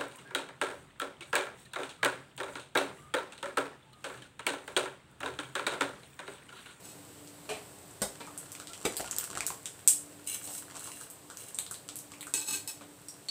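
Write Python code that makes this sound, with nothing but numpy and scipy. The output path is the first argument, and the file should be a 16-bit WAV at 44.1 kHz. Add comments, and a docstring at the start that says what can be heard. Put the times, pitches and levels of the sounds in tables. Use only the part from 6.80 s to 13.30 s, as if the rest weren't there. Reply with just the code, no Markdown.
"""A stove murmurs under dripping water and a brief scrape of steel, in a small hard kitchen.
Boiled spinach is lifted from a pan of hot water with a slotted steel spoon and tipped into a wire strainer.
Wet clumps flop back as shaped noise with a gulp of air; drops snap, and a short ring follows each snap.
Small slips and hard taps ring the modes of spoon and strainer; films tick and a thin stream whistles.
One microphone hears it all, with a sharp resonance in the treble."""
import sys
import numpy as np
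from scipy import signal
from scipy.fft import rfft, irfft
from scipy.io import wavfile

SR = 44100
rng = np.random.default_rng(int(sys.argv[2]) if len(sys.argv) > 2 else 0)


def inscribe(sig):
    """Save sig as 16-bit PCM at rate SR to the path in sys.argv[1].

    A 1-D sig is mono; a 2-D sig holds one channel per row.
    Samples are clipped to [-1, 1] before scaling.
    """
    pcm = np.round(np.clip(np.atleast_2d(sig).T, -1, 1) * 32767)
    wavfile.write(sys.argv[1], SR, pcm.astype(np.int16))


N = 286650
TIME = np.arange(N) / SR
SHORT = TIME[:SR // 4]


def amp(db):
    """Decibels to gain."""
    return 10 ** (np.asarray(db) / 20)


def add(track, s, sound):
    """Mix a sound into the track at a time in seconds."""
    start = int(np.clip(s * SR, 0, N - 1))
    track[start:start + len(sound)] += sound[:N - start]


def highpass(x, hz, order):
    """Remove what lies below an edge."""
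    return signal.sosfilt(signal.butter(order, hz, "high", fs=SR, output="sos"), x)


def coloured_noise(spectrum, size):
    """White noise shaped by a curve of gain over frequency."""
    hz, db = np.transpose(spectrum)
    bins_hz = np.maximum(np.fft.rfftfreq(size, 1 / SR), 1)
    gain = amp(np.interp(np.log(bins_hz), np.log(hz), db))
    return irfft(rfft(rng.standard_normal(size)) * gain, size)


def resonate(x, hz, width_hz):
    """One resonance with gain about 1 on top."""
    radius = np.exp(-np.pi * width_hz / SR)
    feedforward = np.array([1, 0, -1]) * (1 - radius * radius) / 2
    feedback = [1, -2 * radius * np.cos(2 * np.pi * hz / SR), radius * radius]
    return signal.lfilter(feedforward, feedback, x)


def body(x, modes):
    """An object's modes, driven side by side."""
    return sum(amp(db) * resonate(x, hz, width_hz) for hz, width_hz, db in modes)


def dying(t, t60):
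    """Exponential decay that falls 60 dB in t60 seconds."""
    return np.exp(-np.log(1000) * t / t60)


def snap(hz, size, sharpness=1.28):
    """A very short contact, broadly centred on a pitch."""
    b, a = signal.iirpeak(min(hz, SR / 3), max(sharpness, .8), fs=SR)
    click = signal.lfilter(b, a, signal.unit_impulse(SR // 200))
    return np.pad(click, (0, size - len(click))) * np.sqrt(sharpness)


KITCHEN_T60_S, BASS_T60_S, BASS_HZ = 0.3, 0.32, 694
PAN_ECHO_S, PAN_ECHO_DB = .0008, -4.5   # the delay varies by up to 30 %


def kitchen(x, room_db, build_s=0.0029, early_s=0.031, uneven_db=7.5):
    """Direct sound, an echo off the pan wall, then uneven reflections merging into a tail whose lows last longest."""
    t = TIME[:SR // 3]
    uneven = amp(uneven_db * np.clip(rng.standard_normal(len(t)), -2, 2) * np.exp(-t / early_s))
    echoes = rng.standard_normal(len(t)) * uneven * (1 - np.exp(-t / build_s))
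    lows = signal.sosfilt(signal.butter(1, BASS_HZ, fs=SR, output="sos"), echoes)
    tail = lows * dying(t, BASS_T60_S) + (echoes - lows) * dying(t, KITCHEN_T60_S)
    response = amp(room_db) * tail / np.linalg.norm(tail)
    response[0] += 1   # direct sound
    response[int(PAN_ECHO_S * SR * rng.uniform(.7, 1.3))] += amp(PAN_ECHO_DB)
    return signal.fftconvolve(x, response)[:N]


STROKE_ATTACK_S, STROKE_RELEASE_T60_S = 0.018, 0.12   # shared by rubbing and whistles


def stroke(s, length_s):
    """Pressure builds, holds until the stroke's length is over and lets go."""
    t = TIME - s
    attack = np.clip(t / STROKE_ATTACK_S, 0, 1)
    return attack * dying(np.clip(t - length_s, 0, 1), STROKE_RELEASE_T60_S)


MURMUR_DB, MURMUR_FADE_DB_PER_S = 1, .5   # start level on top of the spectrum
DRONE_DB, DRONE_FADE_DB_PER_S = -59.5, .5
PAN_HZ, PAN_WIDTH_HZ = 293.25, 1.4
HUM_HZ, HUM_DB = 100.6, -69.5
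# murmur of the stove and the hot water: pitch_hz [Hz], level_db [dB, gain on white noise]
STOVE_SPECTRUM = [(15, -46), (30, -54), (60, -50), (100, -40), (160, -37), (220, -44.5), (400, -41),
                  (700, -44.5), (1200, -50), (2000, -53.5), (4000, -55.5), (6500, -63), (9000, -63),
                  (15000, -59)]


def stove():
    """A murmur and the pan droning on one narrow mode, both slowly fading, and a faint wavering hum."""
    murmur_db = MURMUR_DB - MURMUR_FADE_DB_PER_S * TIME
    drone_db = DRONE_DB - DRONE_FADE_DB_PER_S * TIME
    murmur = amp(murmur_db) * coloured_noise(STOVE_SPECTRUM, N)
    drone = resonate(rng.standard_normal(N), PAN_HZ, PAN_WIDTH_HZ)
    hum = resonate(rng.standard_normal(N), HUM_HZ, width_hz=5.7)
    return murmur + amp(drone_db) * drone / drone.std() + amp(HUM_DB) * hum / hum.std()


def drop(snap_db, snap_hz, ring_hz, ring_db, cycles=11, rise=0.029):
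    """A drop snaps on impact; a short ring follows the snap, rising slightly in pitch."""
    t, life_s = TIME[:SR // 25], cycles / ring_hz
    pitch_hz = ring_hz * (1 + rise * np.minimum(t / life_s, 1))
    ring = np.sin(2 * np.pi * np.cumsum(pitch_hz) / SR) * dying(t, life_s)
    return amp(snap_db) * snap(snap_hz, len(t)) + amp(ring_db) * ring


TRICKLE_DB = -60   # the flow when the leaves barely drip
DRIPS_PER_S, DRIP_DB = 65, -32   # number of small drops and level of the biggest, at a trickle
RATE_FOLLOWS, SIZE_FOLLOWS = .8, 1.73   # dB gained per dB of flow
# water running off the leaves, strongest under the lifted spoon and under the full strainer:
# start_s [s], level_db [dB]
WATER_FLOW = [(0.0, -60), (1.21, -59), (1.36, -56), (1.76, -58), (2.18, -51), (2.61, -52), (2.85, -59),
              (3.41, -59.5), (3.72, -54.5), (4.01, -53.5), (4.26, -60), (4.84, -59), (5.22, -59.5),
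              (5.45, -60.5)]


def flow_above_trickle():
    """The flow in dB over a trickle, at every sample."""
    s, flow_db = np.transpose(WATER_FLOW)
    return np.interp(TIME, s, flow_db) - TRICKLE_DB


def random_moments(per_s):
    """Sample positions of independent events at a changing rate."""
    return np.flatnonzero(rng.random(N) < per_s / SR)


def drizzle(snap_hz=2300, snap_octaves=0.64, ring_hz=1400, ring_octaves=0.697,
            ring_db=-15, spread_db=4, room_db=-2.0):
    """Small drops of random size fall at random moments; more flow makes them more frequent and larger."""
    flow_db = flow_above_trickle()
    biggest_db = DRIP_DB + SIZE_FOLLOWS * flow_db
    born = random_moments(DRIPS_PER_S * amp(RATE_FOLLOWS * flow_db))
    chances = np.clip(rng.standard_normal((len(born), 3)), -2, 2)
    out = np.zeros(N)
    for i, (size, sharp, high) in zip(born, chances):
        db = biggest_db[i] + spread_db * (size - 2)
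        drip_snap_hz = snap_hz * 2 ** (snap_octaves * sharp)
        drip_ring_hz = ring_hz * 2 ** (ring_octaves * high)
        add(out, i / SR, drop(db, drip_snap_hz, drip_ring_hz, db + ring_db, cycles=7.3))
    return kitchen(out, room_db)


def friction(slips_per_s, catch_hz=160, catch_db=4):
    """Tiny slips of random size, stronger and weaker as the surfaces catch and let go; rms 1."""
    knots = np.arange(0, N / SR + 1, 1 / catch_hz)
    catches = np.clip(rng.standard_normal(len(knots)), -2, 2)
    grip = amp(catch_db * np.interp(TIME, knots, catches))
    slips = (rng.random(N) < slips_per_s / SR) * rng.standard_normal(N) * grip
    return slips / slips.std()


# modes of the steel spoon: pitch_hz [Hz], width_hz [Hz], level_db [dB]
SPOON_MODES = [(304, 15, 0.5), (395, 99, -2.5), (883, 44, -0.5), (1150, 230, -10.5), (1578, 46, -2.5),
               (1930, 100, -7.5), (2578, 54, 3.5), (2920, 85, -4.5), (3330, 220, -8.5), (3820, 110, -1),
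               (4220, 250, -3), (5120, 130, -5), (5930, 71, -9), (6470, 80, -3), (7150, 85, -5.5),
               (7840, 27, -1), (9300, 56, -12), (9900, 380, -17), (11900, 110, -9), (14500, 200, -7)]
# modes of the wire strainer: pitch_hz [Hz], width_hz [Hz], level_db [dB]
STRAINER_MODES = [(2310, 30, 8), (2827, 47, 8.5), (3260, 480, 1.5), (4010, 74, 7), (5080, 51, -1),
                  (6100, 70, -5), (6370, 50, 5), (7700, 52, -4), (8400, 25, -1), (9620, 70, 7)]
# strokes of the spoon along a rim: start_s [s], length_s [s], level_db [dB, drive of the slips]
RIM_SLIDES = [(0.025, 0.094, -53.5), (5.549, 0.069, -40.5), (5.659, 0.1, -34.5), (5.864, 0.028, -43.5)]
# pushes of the leaves over the mesh:
# start_s [s], length_s [s], rustle_db [dB, before mesh_db], ring_db [dB, drive of the mesh]
LEAF_PUSHES = [(3.46, 0.088, -40, -39), (3.614, 0.057, -47, -57), (3.682, 0.1, -45, -61),
               (3.962, 0.28, -54, -54.5), (4.557, 0.14, -54.5, -55)]


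def scrapes(grit_db=-11, ring_db=3, mesh_db=-2, room_db=0):
    """Slips drive the spoon on the rim and the mesh under wet leaves; their bright grit also sounds on its own,
    beside the modes, in the same room."""
    slide = sum(amp(db) * stroke(s, length_s) for s, length_s, db in RIM_SLIDES)
    rustle = sum(amp(db) * stroke(s, length_s) for s, length_s, db, _ in LEAF_PUSHES)
    press = sum(amp(db) * stroke(s, length_s) for s, length_s, _, db in LEAF_PUSHES)
    rim = slide * friction(slips_per_s=1700)
    rub = friction(slips_per_s=1600)
    spoon = amp(ring_db) * body(rim, SPOON_MODES) + amp(grit_db) * highpass(rim, 2500, order=1)
    mesh = body(press * rub, STRAINER_MODES) + highpass(rustle * rub, 6660, order=1)
    return kitchen(spoon + amp(mesh_db) * mesh, room_db)


FILMS_PER_S = 14   # at a trickle
FILM_DB, FILM_SPREAD_DB, FILM_HZ = -34, 12, 9500   # loudest pop, spread below it, middle pitch


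def films(octaves=.5, room_db=0):
    """Films of water pop on the leaves as faint bright ticks, more often the more water runs off."""
    born = random_moments(FILMS_PER_S * amp(RATE_FOLLOWS * flow_above_trickle()))
    out = np.zeros(N)
    for i, (small, high) in zip(born, rng.random((len(born), 2))):
        pop_hz = FILM_HZ * 2 ** (octaves * (2 * high - 1))
        add(out, i / SR, amp(FILM_DB - FILM_SPREAD_DB * small) * snap(pop_hz, len(SHORT)))
    return kitchen(out, room_db)


# the big drops and bursting films: start_s [s], snap_db [dB], snap_hz [Hz],
# ring_hz [Hz], ring_db [dB], room_db [dB relative to direct sound]
BIG_DROPS = [(.4744, -32, 4700, 4800, -46, 2), (1.4734, -25, 1490, 1180, -37, 7.5),
             (1.577, -29.5, 11400, 10100, -32.5, 6), (1.719, -22.5, 13000, 6540, -40, 3),
             (1.7517, -19.5, 3080, 2620, -36, 0), (1.8001, -17.5, 3000, 1500, -35, 1.5),
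             (1.8723, -23, 3580, 4170, -35.5, 2.5), (1.934, -21, 4000, 3200, -35, 4),
             (2.168, -13, 13000, 4740, -26.5, 5), (2.1978, -8, 1210, 745, -27, 3),
             (2.2073, -6, 1200, 780, -24, -7), (2.2447, -11.5, 1200, 930, -33, -6),
             (2.3117, -21, 9700, 6800, -24, 1.5), (2.3646, -16, 6500, 866, -38, -4),
             (2.3848, -13.5, 6270, 13400, -10.5, -1.5), (2.41, -20, 9000, 3070, -31.5, 0),
             (2.441, -19, 9000, 5730, -35, 2), (2.553, -9, 1560, 775, -30.5, 2.5),
             (2.5738, -11.5, 3300, 1320, -26, -1), (2.6067, -9, 3500, 2360, -19.5, -1),
             (2.666, -9.5, 12900, 7100, -28, 2.5), (2.704, -8.5, 1160, 1070, -29.5, 2.5),
             (2.8571, -16, 5500, 3670, -29.5, 3.5), (3.6754, -18.5, 3160, 760, -38.5, 5),
             (3.9555, -21.5, 2940, 1040, -42, 4), (3.995, -25.5, 8500, 4300, -39, 1),
             (4.0743, -24.5, 4000, 1060, -35.5, 4.5), (4.118, -22, 3900, 2800, -35, -2),
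             (4.2123, -25, 4360, 1430, -38.5, 3), (4.3012, -37, 9100, 12300, -33, 5.5),
             (4.501, -22, 3100, 1470, -36.5, 5), (4.572, -26, 13000, 6500, -31, -2),
             (4.7458, -35, 8400, 8300, -32, 2.5), (4.7876, -11.5, 8350, 3900, -21.5, 1),
             (4.8651, -52, 4000, 3950, -29.5, -1), (4.9119, -20, 9800, 1360, -36, 4.5),
             (4.943, -29, 6300, 4150, -32.5, 4.5), (5.089, -13, 3130, 1350, -38, 1),
             (5.157, -35, 3560, 11700, -25, 4), (5.167, -30, 13000, 10100, -37, 2.5),
             (5.189, -23, 11300, 6600, -40, 2), (5.319, -22.5, 3000, 1080, -39.5, 3),
             (5.3373, -32, 4100, 2560, -35.5, 2), (5.409, -23, 11400, 3800, -31, 4),
             (5.4285, -26.5, 9700, 2430, -32, 1), (5.4697, -25, 8400, 1420, -34.5, 3.5)]


def drops():
    """The larger drops and films, each with its own reflections from its own spot in the pan."""
    out = np.zeros(N)
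    for s, snap_db, snap_hz, ring_hz, ring_db, room_db in BIG_DROPS:
        add(out, s, kitchen(drop(snap_db, snap_hz, ring_hz, ring_db), room_db))
    return out


POCKET_DB, FLOP_ROOM_DB = -9.5, 1.5   # the gulp relative to its slap; room relative to direct sound
# wet clumps flopping into the pan: start_s [s], level_db [dB], t60_s [s], treble_db [dB, splash],
# pan_db [dB, ring], pocket_hz [Hz, air pocket], bass_hz [Hz, lower edge]
CLUMP_FLOPS = [(0.691, -27.5, 0.28, -8, 4, 475, 130), (1.218, -13.5, 0.058, -0.5, -24, 590, 55),
               (1.405, -24, 0.063, -16, -7, 910, 250), (2.052, -12, .04, -2.5, -7.5, 460, 70),
               (6.01, -34, 0.14, -22, -13, 710, 150)]
# colour of a flop: pitch_hz [Hz], level_db [dB, gain on white noise]
FLOP_SPECTRUM = [(30, -20), (60, 1), (120, -9), (250, -8), (500, -9), (800, -5.5), (1400, -8), (2500, -15),
                 (4000, -10), (7000, -18.5), (10000, -17), (15000, -20)]
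# modes of the pan with water in it: pitch_hz [Hz], width_hz [Hz], level_db [dB]
PAN_MODES = [(167, 11, 1), (424, 59, 11.5), (590, 140, 8), (765, 130, 0.5), (1220, 62, -15),
             (1970, 130, -3), (2370, 330, 9.5)]


def flops(splash_hz=3500, pocket_t60=0.02):
    """A soft mass slaps the water: a thud that shakes the pan, a gulp of trapped air and a spray of treble."""
    out = np.zeros(N)
    lowpass = signal.butter(2, splash_hz, fs=SR, output="sos")
    for s, db, t60_s, treble_db, pan_db, pocket_hz, bass_hz in CLUMP_FLOPS:
        slap = amp(db) * coloured_noise(FLOP_SPECTRUM, len(SHORT)) * dying(SHORT, t60_s)
        thud = signal.sosfiltfilt(lowpass, slap)
        spray = amp(treble_db) * (slap - thud)
        pan_ring = amp(pan_db) * body(slap, PAN_MODES)
        gulp = amp(db + POCKET_DB) * np.sin(2 * np.pi * pocket_hz * SHORT) * dying(SHORT, pocket_t60)
        flop = highpass(thud + spray + pan_ring + gulp, bass_hz, order=2)
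        add(out, s, kitchen(flop, FLOP_ROOM_DB))
    return out


# faint whistles of a thin stream meeting the water: start_s [s], length_s [s], pitch_hz [Hz], level_db [dB]
STREAM_WHISTLES = [(1.872, .04, 1353, -53), (2.238, 0.028, 1424, -52)]


def whistles(width_hz=25):
    """The stream excites a narrow, wavering note in the water."""
    out = np.zeros(N)
    for s, length_s, hz, db in STREAM_WHISTLES:
        note = resonate(resonate(rng.standard_normal(N), hz, width_hz), hz, width_hz)
        out += amp(db) * stroke(s, length_s) * note / note.std()
    return out


TAP_ROOM_DB = 4.5   # room relative to direct sound
# spoon against the strainer: start_s [s], snap_db [dB], snap_hz [Hz], ring_db [dB, spoon], ping_hz [Hz, wire],
# ping_db [dB], gap_s [s, between bounces], loss_db [dB per bounce]
SPOON_TAPS = [(3.0759, 2, 9000, -12, 3400, -36.5, 0.0077, 12),
              (5.539, -11, 6940, 0.5, 2670, -48, 0.038, 14),
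              (5.8764, -17.5, 11400, -10, 5366, -45, .012, 14),
              (6.285, -25, 8500, -40, 5630, -48, 0.014, 18),
              (6.486, -17.5, 4380, -37, 4440, -34, 0.014, 14)]


def taps(ping_t60=0.045, second_ratio=0.9, second_db=-7, count=4):
    """Steel meets steel: a hard snap, the spoon's modes and a two-note wire ping, repeated in dying bounces."""
    out = np.zeros(N)
    spoon = body(signal.unit_impulse(len(SHORT)), SPOON_MODES)
    for s, snap_db, snap_hz, ring_db, ping_hz, ping_db, gap_s, loss_db in SPOON_TAPS:
        phase = 2 * np.pi * ping_hz * SHORT
        two_notes = np.sin(phase) + amp(second_db) * np.sin(second_ratio * phase)
        ping = two_notes * dying(SHORT, ping_t60)
        contact = amp(snap_db) * snap(snap_hz, len(SHORT), sharpness=1.56)
        hit = contact + amp(ring_db) * spoon + amp(ping_db) * ping
        for k in range(count):
            add(out, s + k * gap_s, kitchen(amp(-k * loss_db) * hit, TAP_ROOM_DB))
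    return out


def scene():
    """All sources at one microphone."""
    background = stove() + drizzle() + films()
    events = scrapes() + drops() + flops() + whistles() + taps()
    return (background + events)[None]


MIC_LOW_HZ, MIC_TOP, CUTOFF_HZ = 47.6, 0.86, 15550   # bass edge, ceiling of the rounding, treble edge
MIC_HZ, MIC_WIDTH_HZ, MIC_DB = 8100, 924, 15   # the resonance added to the plain sound


def record(dry):
    """The microphone drops the deep bass, rings in the treble and rounds hard peaks; the top is cut steeply."""
    thin = highpass(dry, MIC_LOW_HZ, order=2)
    coloured = thin + amp(MIC_DB) * resonate(thin, MIC_HZ, MIC_WIDTH_HZ)
    rounded = MIC_TOP * np.tanh(coloured / MIC_TOP)
    return signal.sosfilt(signal.ellip(12, .2, 75, CUTOFF_HZ, fs=SR, output="sos"), rounded)


dry = scene()
out = record(dry)
inscribe(out)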